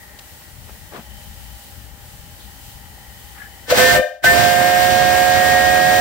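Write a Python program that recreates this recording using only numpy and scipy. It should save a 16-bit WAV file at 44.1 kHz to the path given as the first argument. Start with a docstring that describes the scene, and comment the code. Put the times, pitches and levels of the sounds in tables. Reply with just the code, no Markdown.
"""A three-chamber steam whistle on a small boiler, a few metres from a phone by an open garage.
First a quiet wait: filtered noise as burner rumble, chimney drone and leaking steam, with a few scuffs.
Then the rope is pulled: a short wet blast, a falling echo of beating tones, and a long blast.
Each chamber is a stopped pipe, sines on its first and third mode, whose pitch climbs as it warms.
The jet is shaped noise: it hisses, rushes and buffets the phone, and the yard sinks under the blast."""
import sys
import numpy as np
from scipy import signal
from scipy.fft import rfft, irfft
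from scipy.io import wavfile
from scipy.ndimage import uniform_filter1d

SR = 44100
rng = np.random.default_rng(int(sys.argv[2]) if len(sys.argv) > 2 else 0)


def put_to_file(sound):
    """Save the sound as 16-bit audio at rate SR, in the file named by the first command-line argument."""
    columns = np.atleast_2d(sound).T  # one column per channel
    safe = np.clip(columns, -1, 1)
    whole_steps = np.round(safe * 32767)
    wavfile.write(sys.argv[1], SR, whole_steps.astype(np.int16))


N = 264996
T = np.arange(N) / SR  # time [s]
F = np.arange(N // 2 + 1) * SR / N  # frequency [Hz]

# direction of the tones, left minus right: (time [s], first modes [dB], third mode of chambers 1, 2, 3 [dB])
TONE_DIRECTION = [(3.7, 6, 1, 11, 6), (3.79, -10, 2, 11, 5), (3.92, -21, -8, -2, 3.5), (4.0, 6, -6, 24, 4),
                  (4.05, 1, 22, 11, 7), (4.23, 5, 0, 6, 2), (4.34, -24, -15, 1, 3), (4.5, -19, -8, 12, 5),
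                  (4.84, -19.5, -14, 13, 4), (4.93, -19, -6, -3, 3), (6.009, -16.5, -1.5, 0, 2.5)]

SHUT_FROM_S, SHUT_TO_S = 4.0, 4.228  # the valve is closed and only the garage echo is heard
SHORT_OPENS_S, LONG_OPENS_S = 3.76, 4.235  # steam begins to warm the chambers
FLAT_HZ = 15100  # hiss spectra stay level above this


def whistle():
    """Stopped-pipe resonance: odd modes dominate; turbulence shakes pitch and level, and the echoes beat."""
    # per chamber: (third mode multiple, left offset of first mode [dB], left lead of first, of third mode [rad])
    voicing = [(3, -1.5, 0.49, 0.46), (3, 9, 0.46, -0.99), (2.98, -1, 0.85, -0.077)]
    # per chamber: (warm pitch [Hz], flat share at start of short pull, of long pull, warming time [s],
    # echo fall of first mode [dB/s], of third mode [dB/s])
    chambers = [(541, .075, .05, .33, 170, 134), (626, .055, .045, .7, 147, 166),
                (729.2, .05, .048, .45, 135, 170)]
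    # per chamber, one table for each pull: (time [s], first mode [dB], third mode [dB])
    mode_levels = [
        [[(3.66, -70, -53), (3.704, -43, -37), (3.714, -17, -22), (3.742, -14, -33), (3.765, -37, -46),
         (3.79, -17.5, -16.5), (3.85, -14, -21.5), (3.9, -23, -21), (3.96, -24.5, -21), (3.993, -12, -31),
         (4.015, -24, -31)], [(4.232, -53, -45), (4.243, -40, -12.5), (4.27, -28, -9), (4.32, -24.5, -29),
         (4.37, -26.5, -21.5), (4.7, -24.5, -26), (5.0, -24, -23), (6.009, -24.5, -22.5)]],
        [[(3.66, -75, -56), (3.703, -44, -31), (3.716, -26, -31), (3.76, -31, -35), (3.82, -35, -16),
         (3.86, -47, -15.5), (3.915, -39, -13), (3.936, -33, -42), (3.955, -17, -19), (3.98, -21, -18),
         (4.01, -23.5, -26.5)], [(4.228, -55, -40), (4.246, -21, -28), (4.272, -49, -10.5), (4.32, -39, -12),
         (4.35, -25, -22), (4.45, -30, -25.5), (4.9, -33, -26), (5.3, -31, -25), (5.5, -31, -19.5),
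         (6.009, -26, -21.5)]],
        [[(3.66, -64, -70), (3.696, -55, -36), (3.725, -15.5, -34), (3.77, -41, -43), (3.795, -18, -27),
         (3.85, -21.5, -30), (3.966, -16, -28), (3.985, -29, -42), (4.0, -25, -42)], [(4.226, -57, -54),
         (4.245, -27, -42), (4.27, -22, -21), (4.295, -19, -31), (4.43, -15, -36), (4.52, -16, -31),
         (4.68, -15.5, -32.5), (6.009, -16, -37.5)]],
    ]
    # per chamber, weak overtones: (multiple, level against the mean of both modes' levels [dB])
    overtones = [
        [(2, -15.5), (6, -20)],
        [(2, -14.5), (4, -15.5), (5, -18), (6, -19.5)],
        [(2, -34), (4, -16)],
    ]
    # per chamber: share by which the third mode runs sharp in the short pull
    wet_sharp = (.012, .002, .002)
    waver_hz, flutter_db = 1.496, 0.63
    first_pan_db, *third_pans_db = curves(TONE_DIRECTION)
    shut = uniform_filter1d(1. * (T > SHUT_FROM_S) * (T < SHUT_TO_S), size=800)
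    out, firsts = 0, []
    for voice, chamber, pulls, weak, sharp, third_pan_db in zip(
            voicing, chambers, mode_levels, overtones, wet_sharp, third_pans_db):
        third, offset_db, first_lead, third_lead = voice
        *tuning, first_fall, third_fall = chamber
        first_db, third_db = played(pulls, (first_fall, third_fall))
        phase = 2 * np.pi * np.cumsum(pitch(*tuning) + waver_hz * walk(60)) / SR
        firsts.append((phase, first_db))
        # the sharpening phase stops growing when the long pull begins
        short_phase = np.minimum(phase, phase[int(SHUT_TO_S * SR)])
        third_phase = third * (phase + sharp * short_phase)
        partials = [
            (third_phase, third_db, third_pan_db + 1.9 * walk(11), third_lead + 0.45 * walk(9.4)),
            (phase, first_db, first_pan_db + offset_db + 2.8 * walk(6.7), first_lead)]
        for multiple, db in weak:
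            # the second partial rides on the steam sheet and weakens with it
            weak_db = (first_db + third_db) / 2 + db - 9 * shut * (multiple == 2)
            partials.append((multiple * phase, weak_db, third_pan_db / 2, 0))
        for partial_phase, db, pan_db, lead in partials:
            shaken_db = db + flutter_db * walk(50) + shut * beating()
            out = out + tone(partial_phase, shaken_db, pan_db, lead)
    out = out + combination_tones(firsts, first_pan_db / 2, shut) + slugs()
    return out * np.interp(T, [3.65, 3.67], [0, 1])


def pitch(warm_hz, flat_short, flat_long, warming_s):
    """Sound speed rises with temperature: each pull starts flat and climbs; the echo keeps the last pitch."""
    wet_flat, wet_warming_s = .035, .12  # the wet short pull stays flat by this share and climbs quickly
    scoop, scoop_s = 0.01513, 0.0408  # extra flat share while the long pull catches
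    blown_short = np.clip(T, SHORT_OPENS_S, SHUT_FROM_S) - SHORT_OPENS_S
    blown_long = np.maximum(T - LONG_OPENS_S, 0)
    short = wet_flat + (flat_short - wet_flat) * np.exp(-blown_short / wet_warming_s)
    long = flat_long * np.exp(-blown_long / warming_s) + scoop * np.exp(-blown_long / scoop_s)
    return warm_hz * (1 - np.where(T < SHUT_TO_S, short, long))


def beating():
    """Interference: two echoes of slightly different pitch drift in and out of step; level in dB."""
    depth, beat_hz = .85, 22
    turn = 2 * np.pi * (rng.random() + np.cumsum(beat_hz * (1 + .5 * walk(15))) / SR)
    return 20 * np.log10(np.abs(1 + depth * np.exp(1j * turn)))


def combination_tones(firsts, pan_db, shut):
    """Nonlinear mixing: the shared steam sheet mixes the lowest and highest notes into two further tones."""
    (low, low_db), _, (high, high_db) = firsts
    out = 0
    for phase, mix_db in [(2 * low - high, -21), (2 * high - low, -39)]:
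        db = (low_db + high_db) / 2 + mix_db - 9 * shut + 2 * walk(30)
        out = out + tone(phase, db, pan_db, 0)
    return out


def slugs():
    """Impulsive excitation: a slug of water clears the slit and thumps the chambers, a sine in a bell envelope."""
    # (centre [s], length [s], pitch [Hz], peak level [dB], left minus right [dB])
    thumps = [(3.686, .004, 520, -33, 4), (3.7265, .0036, 590, -6, 1.5), (4.245, .005, 680, -16, 1.5)]
    out = 0
    for s, length_s, hz, db, pan_db in thumps:
        envelope = np.exp(-((T - s) / length_s) ** 2)
        out = out + envelope * tone(2 * np.pi * hz * (T - s), db, pan_db + 0 * T, 0)
    return out


def jet():
    """Turbulent jet noise: bright hiss from the slit, a duller rush around the tones, and gusts on each port."""
    # one table for each pull: (time [s], hiss [dB], buffet [dB])
    jet_levels = [
        [(3.62, -64, -56), (3.665, -61, -60), (3.708, -23, -32), (3.736, -30.5, -32), (3.784, -19.5, -24.5),
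         (3.81, -21.5, -24.5), (3.85, -23.5, -23.5), (3.965, -24.5, -27), (4.0, -37.5, -26)],
        [(4.215, -75, -70), (4.244, -21, -23), (4.28, -26, -27), (4.4, -26, -26), (4.5, -27, -27),
         (4.8, -28.5, -28.5), (6.009, -28.3, -27.5)],
    ]
    buffet_fall = 1200  # [dB/s]: the buffet just stops, while the others echo
    hiss_db, buffet_db = played(jet_levels, (150, buffet_fall))
    top_db, _ = played(jet_levels, (177, buffet_fall))
    rush_db, _ = played(jet_levels, (164, buffet_fall))
    pan_db = 3.5 + 0.5 * walk(15)  # left minus right
    out = hiss(hiss_db, top_db, pan_db) + rush(rush_db, pan_db - 4) + buffet(buffet_db)
    return out * np.interp(T, [3.6, 3.64], [0, 1])


def hiss(body_db, top_db, pan_db):
    """Partial coherence: each port hears its own noise plus a shared one that reaches the left port late."""
    # (frequency [Hz], relative level per Hz [dB])
    spectrum = [(1410, -30), (2400, 4.5), (2520, -5), (2620, -5.5), (3130, -1), (3860, -1), (5530, -5),
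                (6370, -6), (7620, -8.5), (8700, -8), (10600, -16.5), (11300, -13), (12400, -10.5),
                (15100, -8), (15500, -12)]
    shared, lag = .35, 17  # share of power common to both ports, lag of the left port [samples]
    gust = walk(30)
    out = 0
    for low_hz, high_hz, db, turn_db in [(2440, 7040, body_db, -0.34), (7000, np.inf, top_db + 0.13, -1.3)]:
        def band(f):
            return undb(along(spectrum, np.minimum(f, FLAT_HZ))) * (f > low_hz) * (f <= high_hz)
        left, right, both = unit(shaped(band, channels=3))
        own = np.array([left, right])
        common = np.array([np.roll(both, lag), both])
        noise = np.sqrt(1 - shared) * own + np.sqrt(shared) * common
        level = undb(db + 0.47 * gust + 0.84 * walk(20))
        out = out + noise * level * spread(pan_db + turn_db, 2.4)
    return out


def rush(level_db, pan_db):
    """Broadband turbulence: mid-frequency noise around the tones, set 6 dB over the given hiss level."""
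    # (frequency [Hz], relative level per Hz [dB])
    spectrum = [(250, -6.5), (400, -2.5), (700, 3.5), (1100, -2), (1700, 2), (2500, -2), (3500, -15.5)]
    noise = unit(shaped(lambda f: undb(along(spectrum, f) - 60 * (f < 200) - 60 * (f > 3600))))
    return noise * undb(0.88 * walk(20)) * undb(level_db + 6) * spread(pan_db, 1.04)


def buffet(level_db):
    """Incoherent pressure: unrelated low gusts strike the ports, deeper at the start of the long pull."""
    # (frequency [Hz], relative level per Hz [dB])
    spectrum = [(15, -45), (25, -12), (71, 6), (166, 2.5), (308, -0.5), (348, -1.5), (380, 0), (480, -1.5),
                (620, -58), (1060, -120)]
    deep_db, deep_s = 3, 0.44
    noise = unit(shaped(lambda f: undb(along(spectrum, f)) * (f < 900)))
    noise = noise * undb(1.2 * np.array([walk(25), walk(25)]))
    boost_db = deep_db * np.exp(-np.abs(T - LONG_OPENS_S) / deep_s) * (T > SHUT_FROM_S)
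    noise = noise + lowpassed(noise, 90) * (undb(boost_db) - 1)
    pan_db = 6 + 0.74 * curves(TONE_DIRECTION)[0]  # turns with the first modes
    return noise * undb(level_db) * spread(pan_db, 1.42)


def yard():
    """Superposition of independent sources, mostly stronger on the left port and alike in the bass."""
    # (frequency [Hz], left minus right [dB])
    direction = [(60, 13), (110, 10.5), (200, 5.5), (380, 7.5), (700, 1), (1290, 7.5), (2380, 5),
                 (4400, 1.5), (8120, 2), (15000, -3)]
    # (frequency [Hz], likeness of the ports 0-1, negative values count as 0)
    likeness = [(60, 0.6), (130, 1), (290, 0.82), (640, 0.84), (1410, 0.42), (3100, 0.078), (6820, -0.43),
                (15000, -0.38)]
    lag = 4  # of the left port [samples]
    left, right, both = rfft(burner() + chimney() + leaking_steam() + scuffs())
    like = np.clip(along(likeness, F), 0, 1)
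    delay = np.exp(-2j * np.pi * np.outer([lag, 0], F) / SR)
    ports = np.sqrt(1 - like) * np.array([left, right]) + np.sqrt(like) * both * delay
    return irfft(ports * spread(along(direction, F), 0.98) * np.sqrt(2 / (1 + like)), N)


def burner():
    """Combustion noise: a broad rumble whose bass swells at random."""
    # (frequency [Hz], relative level per Hz [dB])
    spectrum = [(15, -36), (25, -5), (76, -2.5), (376, -22.5), (584, -20), (694, -25.5), (793, -15.5),
                (1100, -26), (1870, -22), (2400, -29.5), (3120, -56), (5280, -120)]
    bed = undb(-44.5) * unit(shaped(lambda f: undb(along(spectrum, f)), channels=3))
    swell = undb(2.5 * walk(5.97) + 1.2 * walk(23))
    return bed + lowpassed(bed, 260) * (swell - 1)


def chimney():
    """Air-column resonance: the chimney drones with the burner, noise through three resonances."""
    # (frequency [Hz], width [Hz], relative level [dB])
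    flue = [(62, 8.2, 4.5), (124, 18, -16.5), (209, 27, -15)]
    # (time [s], level [dB])
    drone_level = [(0, -56), (.6, -68), (.68, -43), (.9, -56), (1.1, -43), (1.5, -42), (2.1, -57),
                   (2.25, -60), (2.48, -41), (2.72, -62), (2.82, -42.5), (3.1, -50), (3.7, -48)]
    drone_db, = curves(drone_level)

    def gain(f):
        return sum(undb(db) * ring(hz, width_hz)(f) ** 2 for hz, width_hz, db in flue)
    return undb(drone_db) * unit(shaped(gain, channels=3))


def leaking_steam():
    """Flow noise: a thin leak fizzes, and escaping steam excites resonances in the pipework."""
    # (frequency [Hz], relative level per Hz [dB])
    fizz = [(1410, -34), (2400, -8.5), (2990, -3.5), (3440, -7), (4080, -6.5), (6420, -8.5), (7860, -6.5),
            (11400, -9), (15500, -4)]
    # pipework resonances: (frequency [Hz], width [Hz])
    pipework = [(600, 73), (810, 100), (1900, 190), (3050, 170)]
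    # (time [s], level of each of the four resonances [dB])
    ring_levels = [(0, -58, -60, -53.5, -74), (.45, -67, -69, -54.5, -71), (.75, -63, -58, -58.5, -66),
                   (1.1, -59, -56, -57, -57.5), (2.2, -67, -59.5, -62.5, -63), (2.95, -69, -53.5, -58, -61),
                   (3.6, -70, -56, -54, -56)]
    noise = unit(shaped(lambda f: undb(along(fizz, np.minimum(f, FLAT_HZ))), channels=3))
    out = undb(-45 + walk(9.5)) * noise
    for (hz, width_hz), db in zip(pipework, curves(ring_levels)):
        out = out + undb(db + 1.8 * walk(8.0)) * ringing(hz, width_hz)
    return out


def scuffs():
    """Friction noise: scuffs and ticks nearby, short resonant bursts with a gritty level."""
    # (centre [s], length [s], centre frequency [Hz], width [Hz], level before the grit [dB])
    bursts = [(0.193, 0.011, 2500, 7000, -40.5), (.42, .04, 1500, 1500, -54),
              (0.685, 0.067, 500, 1500, -49.5), (0.963, 0.078, 420, 500, -39.5),
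              (0.966, 0.089, 795, 1490, -42), (0.957, 0.037, 3200, 3000, -50),
              (0.983, 0.025, 950, 250, -46), (0.995, 0.038, 159, 150, -39.5),
              (2.432, 0.079, 3800, 1500, -53), (3.412, 0.12, 1540, 1000, -47.5),
              (3.432, 0.096, 1690, 130, -43.5), (3.408, .05, 1950, 200, -49)]
    out = 0
    for s, length_s, hz, width_hz, db in bursts:
        grit = undb(2.5 * walk(250))
        envelope = np.exp(-((T - s) / (length_s / 2)) ** 4)
        out = out + undb(db) * grit * envelope * ringing(hz, width_hz)
    return out


def played(pulls, falls_db_s):
    """Exponential decay: level columns of both pulls; between them the garage echo falls at a steady dB rate."""
    short_pull, long_pull = pulls
    since = np.maximum(T - short_pull[-1][0], 0)
    again = T > long_pull[0][0]
    levels = []
    for short, long, fall in zip(curves(short_pull), curves(long_pull), falls_db_s):
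        echo = short - fall * since
        levels.append(np.where(again, np.maximum(long, echo), echo))
    return levels


def tone(phase, db, pan_db, lead):
    """Interaural cues: a sine placed between the ports by level; the left one leads by a phase angle."""
    return np.sqrt(2) * undb(db) * spread(pan_db, 1) * np.sin([phase + lead, phase])


def spread(pan_db, power):
    """Level panning: port gains that keep the sum level, power 1 for alike channels, 2 for unrelated ones."""
    left = undb(pan_db)
    return 2 * np.array([left, np.ones_like(left)]) / (1 + left ** power) ** (1 / power)


def walk(rate):
    """Random modulation: levels held 1 / rate s [rate in Hz] and slewed twice; spread near 1."""
    k = int(SR / rate)
    held = np.repeat(rng.standard_normal(N // k + 1), k)
    return 1.288 * uniform_filter1d(uniform_filter1d(held, k), k)[:N]


def shaped(gain, channels=2):
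    """Spectral shaping: unrelated white noises with the given gain per frequency."""
    return irfft(rfft(rng.standard_normal((channels, N))) * gain(F), N)


def ring(hz, width_hz):
    """Simple resonator: gain of one resonance over frequency."""
    return lambda f: 1 / np.sqrt(1 + ((f - hz ** 2 / (f + 1)) / width_hz) ** 2)


def ringing(hz, width_hz):
    """Excited resonance: three unit-level noises through one resonance applied twice."""
    return unit(shaped(lambda f: ring(hz, width_hz)(f) ** 2, channels=3))


def lowpassed(x, hz):
    """Second-order low-pass filtering."""
    return signal.sosfilt(signal.butter(2, hz, fs=SR, output="sos"), x)


def curves(table):
    """Linear interpolation: columns joined by straight lines in time, corners rounded over 4 ms."""
    s, *columns = np.transpose(table)
    return [uniform_filter1d(np.interp(T, s, column), size=176) for column in columns]


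def along(points, hz):
    """Log-frequency interpolation of a (frequency [Hz], value) table."""
    p = np.array(points)
    return np.interp(np.log(hz + 1), np.log(p[:, 0] + 1), p[:, 1])


def unit(x):
    """Normalisation to an RMS of 1 over all channels."""
    return x / np.sqrt(np.mean(x ** 2))


def undb(db):
    """Decibel law: amplitude ratio of a level."""
    return 10 ** (np.asarray(db) / 20)


def scene():
    """Gain reduction: the yard sinks with the loudest blast so far and does not recover."""
    blast = whistle() + jet()
    # the phone turns its gain down once it has heard a loud blast; blast levels are given after that gain
    power = uniform_filter1d(np.mean(blast ** 2, axis=0), size=1000)
    loudest = np.maximum.accumulate(np.sqrt(power))
    return blast + yard() * np.minimum(1, undb(-29) / (loudest + 1e-9))


def record(dry):
    """Band-limiting and soft saturation: the microphone drops deep bass, peaks are rounded, the top is cut."""
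    bass_cut = signal.sosfilt(signal.butter(3, 44, "high", fs=SR, output="sos"), dry)
    soft = np.tanh(.8 * bass_cut) / 0.81
    top_cut = signal.ellip(14, .2, 85, 15760, fs=SR, output="sos")
    return np.clip(signal.sosfilt(top_cut, soft), -1, 1)


dry = scene()
out = record(dry)
put_to_file(out)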